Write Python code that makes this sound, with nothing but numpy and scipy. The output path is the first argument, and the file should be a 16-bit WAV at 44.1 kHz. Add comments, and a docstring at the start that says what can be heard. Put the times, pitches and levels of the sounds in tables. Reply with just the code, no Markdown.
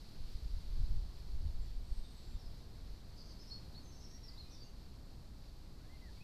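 """A leafy garden: a low outdoor rumble and the hiss of foliage in the breeze sound throughout.
For the first three seconds, the eddies of short gusts buffet the microphone. Faint chirps come from
far off, and at 1.8 s a small songbird gives a thin high whistle, a nearly pure tone of its syrinx.
From 3.2 s its quick warble and loud hooked notes scatter among the trees.
From 4.1 s a second bird flutes lower down, and returns with a last phrase near the end."""
import sys
import numpy as np
from scipy import signal
from scipy.fft import rfft, irfft
from scipy.io import wavfile
from scipy.ndimage import uniform_filter1d

SR = 44100
rng = np.random.default_rng(int(sys.argv[2]) if len(sys.argv) > 2 else 0)


def put_to_file(sound):
    """Save the sound as 16-bit audio at rate SR, in the file named by the first command-line argument."""
    columns = np.atleast_2d(sound).T  # one column per channel
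    safe = np.clip(columns, -1, 1)
    whole_steps = np.round(safe * 32767)
    wavfile.write(sys.argv[1], SR, whole_steps.astype(np.int16))


N = 274743
TIME = np.arange(N) / SR


def undb(db):
    """The decibel scale is logarithmic: 20 dB is a tenfold amplitude."""
    return 10 ** (np.asarray(db) / 20)


def unit(x):
    """Normalisation to an rms of 1."""
    return x / np.sqrt(np.mean(x ** 2))


def walk(rate, size=N):
    """Smooth random modulation with a spread near 1, changing about rate times a second."""
    step = max(int(SR / rate), 1)
    held = np.repeat(rng.standard_normal(size // step + 1), step)
    return 1.52 * uniform_filter1d(held, step)[:size]


def noise(spectrum, size=N):
    """Spectral shaping: white noise is weighted by (frequency_hz, level_db) rows, then set to rms 1."""
    hz, db = np.transpose(spectrum)
    bins = np.maximum(np.fft.rfftfreq(size, 1 / SR), 1)
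    gain = undb(np.interp(np.log(bins), np.log(hz), db)) * np.minimum(bins / hz[0], 1)
    return unit(irfft(rfft(rng.standard_normal(size)) * gain, size))


def rumble(level_db):
    """Low-frequency ambient noise from far off, its level drifting slightly."""
    # spectral density of the rumble: frequency_hz, level_db
    spectrum = [(30, -9), (70, 1.5), (105, 2), (160, -2.5), (230, -6.5), (330, -10.5), (500, -16.5),
                (900, -20), (1400, -26.5), (2500, -34), (5000, -43)]
    return noise(spectrum) * undb(level_db + .5 * walk(3.02))


def foliage(flicker_db):
    """Incoherent addition: many leaves merge into a smooth hiss whose level follows the breeze."""
    # spectral density of the leaves: frequency_hz, level_db
    spectrum = [(300, -11.5), (1500, -13), (2900, -11.5), (3500, -8.5), (4050, -2.5), (4450, 0), (5200, -7),
                (6000, -13.5), (6700, -17), (8500, -20.5), (11000, -21.5), (14000, -21.5)]
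    # strength of the hiss in the breeze: time_s, level_db
    breeze = [(0, -65), (.8, -64.5), (1.6, -66.5), (2.2, -66), (2.8, -68), (4.4, -67.5), (5.2, -70),
              (6.23, -67.5)]
    breeze_db = np.interp(TIME, *np.transpose(breeze))
    return noise(spectrum) * undb(breeze_db + flicker_db * walk(14))


def eddies(speed, size=N):
    """Turbulent pressure of even strength on the microphone; its frequencies scale with flow speed."""
    # spectral density of the buffeting at speed 1: frequency_hz, level_db
    spectrum = [(6, 2), (16, 0.5), (30, 2.5), (46, -4.5), (60, -2), (78, -12), (110, -18), (160, -30.5),
                (300, -50), (800, -75), (5000, -110)]
    pressure = noise([(hz * speed, db) for hz, db in spectrum], size=size)
    return pressure / np.sqrt(uniform_filter1d(pressure ** 2, int(.055 * SR)))


def wind(draught_db, flutter_db):
    """Amplitude-modulated turbulence: fluttering gusts swell and die away over a steady draught."""
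    # gusts on the microphone: peak_s, half_length_s, level_db, speed_ratio
    gusts = [ (0.241, 0.066, -40, 0.69), (0.359, 0.0095, -34, 0.85), (0.452, 0.032, -38.5, 0.93),
             (0.549, 0.042, -35, 0.81), (0.737, 0.084, -35, 0.75), (0.835, 0.045, -31.5, 0.97),
             (0.937, 0.05, -29.5, 1.11), (1.033, 0.19, -41, 0.72), (1.374, 0.075, -34, 0.85),
             (1.468, 0.039, -36, 1.42), (1.574, 0.054, -33.5, 0.57), (1.728, 0.16, -40, 0.69),
             (1.918, 0.013, -32, 0.64), (1.998, 0.054, -39, 0.64), (2.286, 0.026, -44, 0.73),
             (2.355, 0.017, -37, 0.93), (2.471, 0.067, -45, 0.91), (2.891, 0.12, -47, 0.8)]
    buffeting = np.zeros(N)
    for peak, half_length, db, speed in gusts:
        near = np.flatnonzero(abs(TIME - peak) < .5)[:SR]
        swell = np.exp(-((TIME[near] - peak) / half_length) ** 2)
        buffeting[near] += undb(db) * swell * eddies(speed, size=SR)[:len(near)]
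    return buffeting * undb(flutter_db * walk(17)) + undb(draught_db) * eddies(speed=0.96)


def trees(direct, near_db, near_t60, echo_db, far_db, far_t60):
    """Scattering by trunks and leaves adds a spray of echoes and a diffuse tail; t60 is in seconds."""
    t = TIME[:SR]
    onset = np.clip((t - .006) / 0.0061, 0, 1)
    reflections = rng.standard_normal(SR) * (rng.random(SR) < 900 / SR)  # about 900 a second
    spray = reflections * onset * np.exp(-np.log(1000) * t / near_t60)
    tail = rng.standard_normal(SR) * onset * np.exp(-np.log(1000) * t / far_t60)
    echo_s, spread_s = 0.0505, 0.0033  # the edge of the wood returns one distinct slap
    slap = rng.standard_normal(SR) * np.exp(-((t - echo_s) / spread_s) ** 2)
    response = undb(near_db) * unit(spray) + undb(echo_db) * unit(slap) + undb(far_db) * unit(tail)
    return direct + signal.fftconvolve(direct, response / np.sqrt(SR))[:N]


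def syrinx(notes, trill_hz, waver_hz, flutter_db, edge):
    """A nearly pure tone glides through each note's pitches; fast frequency modulation makes it buzz."""
    out = np.zeros(N + SR)
    for start, length, *pitches, db, depth_hz in notes:
        size = int(length * SR)
        progress = np.linspace(0, 1, size)
        contour = np.polyfit(np.linspace(0, 1, len(pitches)), pitches, len(pitches) - 1)
        trill_cycles = np.cumsum(trill_hz * (1 + 0.31 * walk(150, size))) / SR
        trill = np.sin(2 * np.pi * (trill_cycles + rng.random()))
        hz = np.polyval(contour, progress) + waver_hz * walk(200, size) + depth_hz * trill
        # air pressure builds and falls over the fraction `edge` at each end of the note
        swell = np.sin(np.pi / 2 * np.clip(np.minimum(progress, 1 - progress) / edge, 0, 1))
        envelope = swell * undb(db + flutter_db * walk(77, size))
        at = int(start * SR)
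        out[at:at + size] += envelope * np.sin(2 * np.pi * np.cumsum(hz) / SR)
    return out[:N]


def distant_birds():
    """Faint frequency-modulated chirps from deeper in the trees."""
    # chirps: start_s, length_s, start_hz, end_hz, level_db, trill_depth_hz
    chirps = [ (1.61, 0.054, 7650, 7400, -80, 80), (2.02, .08, 3700, 3700, -74, 120),
              (2.14, 0.12, 3750, 3700, -73, 120), (2.32, 0.053, 3800, 3700, -72, 120),
              (2.375, .14, 5600, 4660, -68.5, 132), (4.32, .03, 7430, 7050, -78, 80)]
    return syrinx(chirps, trill_hz=130.8, waver_hz=49, flutter_db=4, edge=0.28)


def fluting_bird():
    """The lower bird's gliding tones sound fluted because they are nearly sinusoidal, with no trill."""
    # fluted notes: start_s, length_s, start_hz, middle_hz, end_hz, level_db
    notes = [ (4.11, 0.081, 1856, 1910, 2050, -75.5), (4.24, 0.115, 1974, 1990, 2110, -73),
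             (4.44, 0.11, 2500, 2490, 2480, -77.5), (4.48, 0.17, 3760, 3580, 3520, -74),
             (4.615, 0.103, 2600, 2820, 2840, -77), (5.8, 0.095, 1430, 1640, 1890, -75),
             (5.888, 0.086, 1910, 2090, 2030, -68.5), (6.011, 0.092, 2006, 1960, 1630, -69),
             (6.172, 0.02, 2220, 2280, 2360, -73), (6.206, 0.044, 2450, 2620, 2700, -65)]
    return syrinx([(*note, 0) for note in notes], trill_hz=60, waver_hz=12, flutter_db=2, edge=0.11)


def songbird_warble():
    """The small bird's softer notes; in the twitter, both sides of the syrinx sound (biphonation)."""
    # thin high whistle: start_s, length_s, pitch_hz at five even steps, level_db
    whistle = [(1.8, 0.62, 7620, 8430, 8200, 7560, 7000, -77)]
    # turns, which bend in pitch: start_s, length_s, start_hz, middle_hz, end_hz, level_db
    turns = [(4.493, 0.024, 4340, 5500, 6170, -66), (4.592, 0.058, 4540, 4680, 4300, -61.5),
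             (4.62, 0.062, 5800, 6440, 5680, -70.5)]
    # straight slurs, mostly falling: start_s, length_s, start_hz, end_hz, level_db, trill_depth_hz
    slurs = [ (3.468, .045, 5560, 5100, -64, 400), (3.508, 0.041, 5180, 4970, -58, 280),
             (3.823, 0.058, 6390, 6230, -70, 60), (3.873, 0.042, 6300, 6080, -66.5, 130),
             (4.225, 0.063, 5650, 5120, -60, 95), (4.279, 0.024, 5150, 4290, -57.5, 119),
             (4.417, 0.024, 3970, 4130, -61, 220), (4.507, .058, 5930, 5180, -61, 302),
             (4.553, 0.048, 4920, 4460, -66, 110)]
    # short buzzy notes on one pitch: start_s, length_s, pitch_hz, level_db, trill_depth_hz
    twitter = [ (3.16, 0.029, 4930, -63, 420), (3.179, 0.049, 4750, -57.5, 300),
               (3.239, 0.073, 4890, -66, 330), (3.3, 0.036, 4670, -62, 350),
               (3.384, 0.053, 5190, -61.5, 160), (3.914, 0.05, 5420, -66.5, 120),
               (3.947, 0.05, 6200, -70, 200), (3.995, 0.045, 5240, -68, 100),
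               (4.018, 0.046, 5480, -61.5, 220), (4.094, 0.042, 5650, -68, 240),
               (4.128, 0.038, 5640, -61.5, 20)]
    turn_depth_hz, upper_hz, upper_db, upper_depth_hz = 131, 6010, -72.5, 388
    notes = [(*note, 0) for note in whistle] + [(*note, turn_depth_hz) for note in turns] + slurs
    notes += [(at, length, hz, hz, db, depth_hz) for at, length, hz, db, depth_hz in twitter]
    notes += [(at, length, upper_hz, upper_hz, upper_db, upper_depth_hz) for at, length, *_ in twitter]
    return syrinx(notes, trill_hz=149.4, waver_hz=29, flutter_db=2, edge=0.28)


def songbird_hooks(rise_hz, trill_depth_hz):
    """The small bird's loud notes are frequency sweeps: an exponential rise to a crest, a late sag."""
    # hooked notes: start_s, length_s, sweep_s, crest_hz, sag_hz, level_db
    hooks = [(3.499, 0.063, 0.004, 4350, 7.4, -50), (3.741, .05, 0.014, 4570, 150, -57),
             (4.373, .045, 0.0097, 4540, 590, -54)]
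    progress = np.linspace(0, 1, 9)
    notes = []
    for at, length, sweep_s, crest_hz, sag_hz, db in hooks:
        pitches = crest_hz - rise_hz * np.exp(-progress * length / sweep_s) - sag_hz * progress ** 2.5
        notes.append((at, length, *pitches, db, trill_depth_hz))
    return syrinx(notes, trill_hz=151, waver_hz=13, flutter_db=1.7, edge=0.22)


def scene():
    """Superposition of air and birds; the farthest birds have the most reverberant sound."""
    air = rumble(level_db=-57.5) + foliage(flicker_db=0.67) + wind(draught_db=-51.5, flutter_db=1)
    warble = songbird_warble()
    hooks = songbird_hooks(rise_hz=1158, trill_depth_hz=31)
    flute = fluting_bird()
    chirps = distant_birds()
    birds = trees(warble, near_db=-5.5, near_t60=0.21, echo_db=-15, far_db=-5.5, far_t60=0.57)
    birds += trees(hooks, near_db=-7, near_t60=0.12, echo_db=-15, far_db=-14, far_t60=0.41)
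    birds += trees(flute, near_db=-15, near_t60=0.15, echo_db=-21, far_db=-21, far_t60=0.9)
    birds += trees(chirps, near_db=-4.5, near_t60=0.2, echo_db=-15, far_db=-4, far_t60=0.7)
    return (air + birds)[None]


def record(dry):
    """The microphone's self-noise adds a faint hiss; a steep low-pass filter limits the bandwidth."""
    # spectral density of the self-noise: frequency_hz, level_db
    spectrum = [(1000, 5), (8000, 6), (11000, -5.5), (13000, 6), (14000, -0.5)]
    hiss = undb(-77) * noise(spectrum)
    lowpass = signal.ellip(12, .1, 70, 13900, fs=SR, output="sos")
    return signal.sosfilt(lowpass, dry + hiss)


dry = scene()
out = record(dry)
put_to_file(out)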